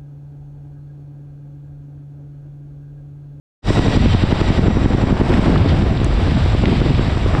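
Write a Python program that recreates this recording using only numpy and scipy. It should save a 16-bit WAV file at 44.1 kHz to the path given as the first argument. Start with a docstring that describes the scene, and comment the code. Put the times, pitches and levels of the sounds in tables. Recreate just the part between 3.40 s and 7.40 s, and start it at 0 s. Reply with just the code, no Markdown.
"""Heavy helicopter hovering over a pine wood

Heard from the ground, fading in quickly. The blades of two rotors push and slap the air, eleven slaps
a second, over gearbox and turbine whine. The downwash buffets the microphone, roars through the
crowns and snaps twigs. A limiter ducks everything after each loud slap."""
import sys
import numpy as np
from scipy import signal
from scipy.fft import rfft, irfft
from scipy.io import wavfile
from scipy.ndimage import uniform_filter1d, minimum_filter1d

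SR = 44100
rng = np.random.default_rng(int(sys.argv[2]) if len(sys.argv) > 2 else 0)


def bounce(signal):
    """Save signal as a 16-bit WAV file at the path given by the first command-line argument."""
    frames = np.transpose(np.atleast_2d(signal))
    limited = np.clip(frames, -1, 1)
    pcm = np.round(limited * 32767).astype(np.int16)
    wavfile.write(sys.argv[1], SR, pcm)


N = 176400

TIME = np.arange(N) / SR

# Blade passes: t/s, rate/Hz
BLADE_RATE = [(.3, 11.272), (1.05, 11.26), (1.8, 11.24), (4, 11.237)]
# Main slap: t/s, relative level/dB
SLAP_LEVEL = [(.3, 5), (.8, 4), (1.2, 2), (1.8, 4), (2.0, 0.5), (2.45, -8), (2.7, -8), (2.95, -14.5),
              (3.2, 0.5), (3.75, -7.5), (4, -5)]
# Lesser slap ahead of it: t/s, relative level/dB
EARLY_LEVEL = [(.3, -28), (.9, -21), (1.2, -17), (1.75, -8), (2, -13), (4, -21)]
# Torn air at the slap: t/s, relative level/dB
RASP_LEVEL = [(.3, -12), (.4, -7), (.7, -16.5), (.95, -11), (1.2, -25), (1.8, -20.5), (2.6, -31),
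              (3.3, -15.5), (4, -31)]
# Its spectrum: f/Hz, level/dB
RASP_SPECTRUM = [(100, -19), (400, -3.5), (700, 1), (1400, -7.5), (2200, -9.5), (5000, -30), (15000, -86)]
# Downwash rumble: t/s, relative level/dB
RUMBLE_LEVEL = [(.3, -17.5), (.7, -17.5), (1.0, -23), (1.4, -21), (1.8, -19.5), (2.2, -16.5), (2.6, -21.5),
                (3.1, -23), (3.501, -18), (3.8, -26.5), (4, -19.5)]
# Its spectrum: f/Hz, level/dB
RUMBLE_SPECTRUM = [(8, -20), (20, -19), (35, -7), (60, 3.5), (105, 0.5), (150, -7.5), (220, -15),
                   (400, -37), (2000, -100)]
# Gusts at the microphone: t/s, relative level/dB
GUST_LEVEL = [(.3, -16.5), (.55, -18), (.7, -25), (1.1, -21.5), (1.248, -16), (1.5, -20), (1.8, -16),
              (1.92, -17.5), (2.35, -17), (2.58, -27), (2.901, -23.5), (3.1, -35.5), (3.25, -18.5),
              (3.5, -20), (3.75, -30), (4, -21.5)]
# Their spectrum: f/Hz, level/dB
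GUST_SPECTRUM = [(40, -17), (100, -5.5), (160, 0), (250, -2), (350, -5.5), (480, -13), (700, -15.5),
                 (1200, -26), (3000, -32.5), (12000, -86)]
# Roar in the crowns: t/s, relative level/dB
ROAR_LEVEL = [(0.298, -24.5), (.65, -28.5), (1.0, -26), (1.2, -29.5), (1.45, -30), (1.6, -30),
              (1.95, -24.5), (2.2, -28), (2.6, -34.5), (3.0, -30.5), (3.4, -33), (3.65, -32), (3.88, -32.5),
              (4, -29.5)]
# Its spectrum: f/Hz, level/dB
ROAR_SPECTRUM = [(150, -12), (400, 2), (700, 3), (1000, -0.5), (1500, -4.5), (2200, -10), (3500, -31),
                 (6000, -37), (10000, -51.5), (16000, -76.5)]
# Hiss of needles and leaves: t/s, relative level/dB
HISS_LEVEL = [(.3, -30.5), (.75, -30), (1.15, -33), (1.35, -39), (1.8, -38), (1.95, -34.5), (2.3, -35),
              (2.5, -41), (2.9, -36), (3.15, -36), (3.3, -33), (3.55, -34.5), (3.75, -38.5), (4, -39)]
# Its spectrum: f/Hz, level/dB
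HISS_SPECTRUM = [(600, -29.5), (1500, -4.5), (2400, 2), (3700, 1.5), (4100, -3), (4900, -5), (5600, -16.5),
                 (6200, -24.5), (7000, -22), (7900, -18), (8800, -29), (9600, -27.5), (10700, -46.5),
                 (11500, -41), (12500, -45), (15500, -65)]
# Spray of grit: t/s, relative level/dB
SPRAY_LEVEL = [(0.301, -34.5), (.55, -41), (.7, -49), (1.2, -45), (1.4, -47.5), (1.7, -47.5), (1.9, -42),
               (2.1, -43.5), (2.25, -51), (2.401, -47), (2.6, -55), (2.9, -48), (3.5, -51.5), (4, -47.5)]
# Its spectrum: f/Hz, level/dB
SPRAY_SPECTRUM = [(100, -70), (2000, -16.5), (4000, -4), (5300, 3.5), (6400, -9.5), (8000, -5.5),
                  (9500, -16.5), (10700, -29.5), (11600, -24), (13000, -37), (15500, -43.5)]
# Eddies at the microphone: t/s, f/Hz, level/dB
EDDIES = [(0.299, 110, -26), (0.552, 339.8, -20.5), (.68, 129.2, -13), (0.823, 70.1, -19), (1.1, 330, -36),
          (1.3, 319, -30.5), (1.75, 375, -44), (1.951, 286.3, -19), (2.06, 184.8, -18), (2.218, 139.3, -16),
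          (2.351, 85.8, -12), (2.502, 45.55, -39), (2.75, 55, -16), (2.871, 78.6, -20.5),
          (2.968, 135.3, -14.5), (3.101, 94.4, -16.5), (3.3, 200.5, -29), (3.498, 140, -16),
          (3.678, 50, -29), (3.85, 100.3, -26), (4, 206.4, -21)]
# Twig snaps, and wind buffet bursts at 0.36, 1.94, 2.16 and 3.95 s: t/s, level/dB, centre f/Hz, width/octaves,
# relative rattle level/dB, rattle decay/s
SNAPS_AND_BURSTS = [(0.3612, -8, 780, 0.51, -13, 0.0055), (1.9382, -12.5, 1600, .6, -1, 0.0014),
                    (2.159, -12, 1041, 0.73, 1.5, 0.0019), (2.1773, -16.5, 3370, 0.26, -4, 0.0019),
                    (2.288, -24.5, 3600, 0.43, -0.5, 0.0026), (2.5754, -19, 3437, 0.26, -8, 0.00077),
                    (2.6458, -20.5, 6760, 0.27, -1, 0.00019), (3.2566, -5, 2130, 0.64, -11, 0.0013),
                    (3.9509, -9, 1232, 0.49, -9.5, 0.00083)]
# Gearbox harmonics, from the first up: half-width/Hz, level/dB
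GEAR_HARMONICS = [(40, -42.5), (60, -47), (60, -52.5)]
# Engine whine: t/s, gain/dB
WHINE_GAIN = [(.3, 11), (.8, 2.5), (1.4, 2), (2.0, -7), (4, -4.5)]


def blade_slap(t, stretch):
    """Steep pressure front, suction dip, then overshoot."""
    crack_lead_s, crack_s = 0.0017, 0.00039
    rebound_db, rebound_lag_s, rebound_s = -4, 0.0041, 0.0014
    crack = -amp(-8) / 2 * suction(t / stretch + crack_lead_s, crack_s, crack_s)
    dip = suction(t / stretch, rise_s=0.00067, fall_s=0.0012)
    rebound = amp(rebound_db) * np.exp(-((t - rebound_lag_s) / rebound_s) ** 2 / 2)
    return crack + dip + rebound


def rotors(passes):
    """Per pass: soft pushes from the rear and front rotors, a lesser slap, the main slap."""
    rear_lead_s, front_lead_s, early_lead_s, jitter_s = 0.0435, 0.00856, 0.01524, 0.0012
    out = np.zeros(N + SR)
    t = np.arange(-3300, 1000) / SR
    for slap_s in np.interp(np.arange(int(passes[-1]) + 1), passes, TIME):
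        gains = amp(rng.normal(0, 1.4, 4))
        slap_stretch, front_stretch = np.exp(rng.normal(0, 0.1, 2))
        slap_db = curve(SLAP_LEVEL, slap_s)
        push_db = 0.23 * slap_db
        slap = amp(slap_db) * blade_slap(t, slap_stretch)
        early_t = t + rng.normal(early_lead_s, jitter_s)
        early = -amp(curve(EARLY_LEVEL, slap_s)) * swing(early_t, rise_s=0.0013, fall_s=0.0013)
        front_t = (t + front_lead_s) / front_stretch
        front = amp(push_db - 6.5) * suction(front_t, rise_s=0.0038, fall_s=0.0021)
        rear = amp(push_db - 13) * swing(t + rear_lead_s, rise_s=0.0028, fall_s=0.0021)
        add(out, slap_s + t[0], gains @ np.array([slap, early, front, rear]))
    dc_block = signal.butter(1, 5, "highpass", fs=SR)
    return signal.lfilter(*dc_block, out[:N])


def vortex_rasp(passes, lead_s=0.0022, width_s=0.00071):
    """A puff of noise as each blade cuts a tip vortex."""
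    rate_hz = curve(BLADE_RATE)
    from_puff_s = ((passes + lead_s * rate_hz + 0.5) % 1 - 0.5) / rate_hz
    puffs = np.exp(-(from_puff_s / width_s) ** 2 / 2)
    return colour(rng.standard_normal(N), RASP_SPECTRUM) * amp(curve(RASP_LEVEL)) * puffs


def downwash(passes):
    """Rumble and gusts at the microphone, roar and hiss in the trees, blown grit."""
    rumble = turbulence(RUMBLE_SPECTRUM, RUMBLE_LEVEL, passes, gain_db=2,
                        swish_db=-5, lead_passes=0.071, lumps_db=2.5, lumps_hz=6.3)
    gusts = turbulence(GUST_SPECTRUM, GUST_LEVEL, passes, gain_db=2,
                       swish_db=0.5, lead_passes=0.22, lumps_db=3, lumps_hz=38.5)
    roar = turbulence(ROAR_SPECTRUM, ROAR_LEVEL, passes, gain_db=2.5,
                      swish_db=-0.5, lead_passes=0.3, lumps_db=1.5, lumps_hz=110)
    hiss = turbulence(HISS_SPECTRUM, HISS_LEVEL, passes, gain_db=1.5,
                      swish_db=-0.5, lead_passes=0.19, lumps_db=0, lumps_hz=50)
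    spray = turbulence(SPRAY_SPECTRUM, SPRAY_LEVEL, passes, gain_db=0,
                       swish_db=-1, lead_passes=0.21, lumps_db=2, lumps_hz=150)
    return rumble + gusts + roar + hiss + spray


def turbulence(spectrum, level, passes, gain_db, swish_db, lead_passes, lumps_db, lumps_hz):
    """Lumpy noise that swells before each slap, or dips if swish_db < 0."""
    swish = np.cos(2 * np.pi * (passes + lead_passes))
    swell = amp(swish_db * swish + lumps_db * drift(lumps_hz))
    noise = colour(rng.standard_normal(N), spectrum)
    return amp(curve(level) + gain_db) * unit(noise * swell)


def eddies(wander=0.32, wander_hz=70.34):
    """Eddies shed at the microphone: a rough flutter of gliding pitch."""
    times_s, hz, db = np.transpose(EDDIES)
    pitch_hz = np.exp(np.interp(TIME, times_s, np.log(hz)) + wander * drift(wander_hz))
    flutter = np.sin(2 * np.pi * np.cumsum(pitch_hz) / SR)
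    return amp(np.interp(TIME, times_s, db)) * unit(flutter)


def engines(gear_hz=1925, turbine_hz=7480):
    """Gearbox whine with a turbine whistle above it."""
    whine_db = curve(WHINE_GAIN)
    gears = sum(amp(db) * whistle(k * gear_hz, half_width_hz)
                for k, (half_width_hz, db) in enumerate(GEAR_HARMONICS, 1))
    turbine = whistle(turbine_hz, half_width_hz=50)
    return amp(whine_db) * gears + amp(0.76 * whine_db - 54) * turbine


def needle_patter(ticks_per_s=61, spread_db=10, gain_db=-15.5):
    """Blown needles tick at random, following the hiss level."""
    ticks = (rng.random(N) < ticks_per_s / SR) * rng.choice([-1, 1], N)
    sizes = amp(spread_db * np.minimum(rng.exponential(1, N), 3))
    return colour(ticks * sizes, HISS_SPECTRUM) * amp(curve(HISS_LEVEL) + gain_db)


def cracks():
    """Twigs snap and the wind buffets in bursts: a sharp crack and a short rattle in the same band."""
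    out = np.zeros(N)
    t = np.arange(-256, 1792) / SR
    f = np.fft.rfftfreq(len(t), 1 / SR)
    impulse = 1.0 * (t == 0)
    for snap_s, db, centre_hz, octaves, rattle_db, decay_s in SNAPS_AND_BURSTS:
        band = np.exp(-(np.log2((f + 1) / centre_hz) / octaves) ** 2 / 2)
        crack = irfft(rfft(impulse) * band * -1j)  # 90 degree phase shift
        noise = unit(irfft(rfft(rng.standard_normal(len(t))) * band))
        age = np.maximum(t, 0) / decay_s
        rattle = 0.5 * noise * age * np.exp(1 - age)
        add(out, snap_s + t[0], amp(db) * (crack / crack.max() + amp(rattle_db) * rattle))
    return out


def blade_passes(first_slap_s=0.3061):
    """Running pass count; an integer at each slap."""
    passes = np.cumsum(curve(BLADE_RATE)) / SR
    return passes - np.interp(first_slap_s, TIME, passes)


def suction(t, rise_s, fall_s):
    """A passing blade: a dip in pressure between two shoulders."""
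    u = t / np.where(t < 0, rise_s, fall_s)
    return (u ** 2 - 1) * np.exp(-u ** 2 / 2)


def swing(t, rise_s, fall_s):
    """One swing of pressure, down and then up; peak 1."""
    u = t / np.where(t < 0, rise_s, fall_s)
    return u * np.exp((1 - u ** 2) / 2)


def whistle(centre_hz, half_width_hz):
    """Narrowband noise; rms 1."""
    f = np.fft.rfftfreq(N, 1 / SR)
    band = 1 / (1 + ((f - centre_hz) / half_width_hz) ** 2)
    return unit(irfft(rfft(rng.standard_normal(N)) * band, N))


def amp(db):
    """Decibels to gain."""
    return 10 ** (np.asarray(db) / 20)


def unit(x):
    """Scales to rms 1."""
    return x / np.sqrt(np.mean(x ** 2) + 1e-20)


def curve(points, t=TIME):
    """Reads a table of (s, value)."""
    return np.interp(t, *np.transpose(points))


def add(mix, s, sound):
    """Mixes a sound in at time s."""
    part = mix[max(round(s * SR), 0):][:len(sound)]
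    part += sound[:len(part)]


def colour(x, spectrum):
    """Filters by a table of (Hz, dB); rms 1."""
    hz, db = np.transpose(spectrum)
    f = np.fft.rfftfreq(N, 1 / SR)
    return unit(irfft(rfft(x) * amp(np.interp(np.log(f + 1), np.log(hz), db)), N))


def drift(rate_hz):
    """Smooth chance up to a rate; rms 1."""
    f = np.fft.rfftfreq(N, 1 / SR)
    return unit(irfft(rfft(rng.standard_normal(N)) * (f > 2) / (1 + (f / rate_hz) ** 4), N))


def scene():
    """Rotors, wind, engines and debris; mono."""
    passes = blade_passes()
    blades = rotors(passes) + vortex_rasp(passes)
    wind = downwash(passes) + eddies()
    return (blades + wind + engines() + needle_patter() + cracks())[None]


def record(dry):
    """Look-ahead limiter, fade-in, low-pass."""
    threshold_db, slope, release_db_per_s, look_ahead_s = -6.5, 0.67, 131, 0.0023
    fade_start_s, fade_s, cutoff_hz = 0.22, 0.068, 15700
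    over_db = np.maximum(20 * np.log10(abs(dry[0]) + 1e-9) - threshold_db, 0)
    release_db = TIME * release_db_per_s
    held_db = np.maximum.accumulate(over_db + release_db) - release_db
    ahead = round(look_ahead_s * SR)
    duck_db = slope * uniform_filter1d(minimum_filter1d(-held_db, 2 * ahead), ahead)
    fade = np.clip((TIME - fade_start_s) / fade_s, 0, 1) ** 2
    lowpass = signal.firwin(511, cutoff_hz, window=("kaiser", 9), fs=SR)
    return signal.oaconvolve(dry * amp(duck_db) * fade, lowpass[None], "same")


dry = scene()
out = record(dry)
bounce(out)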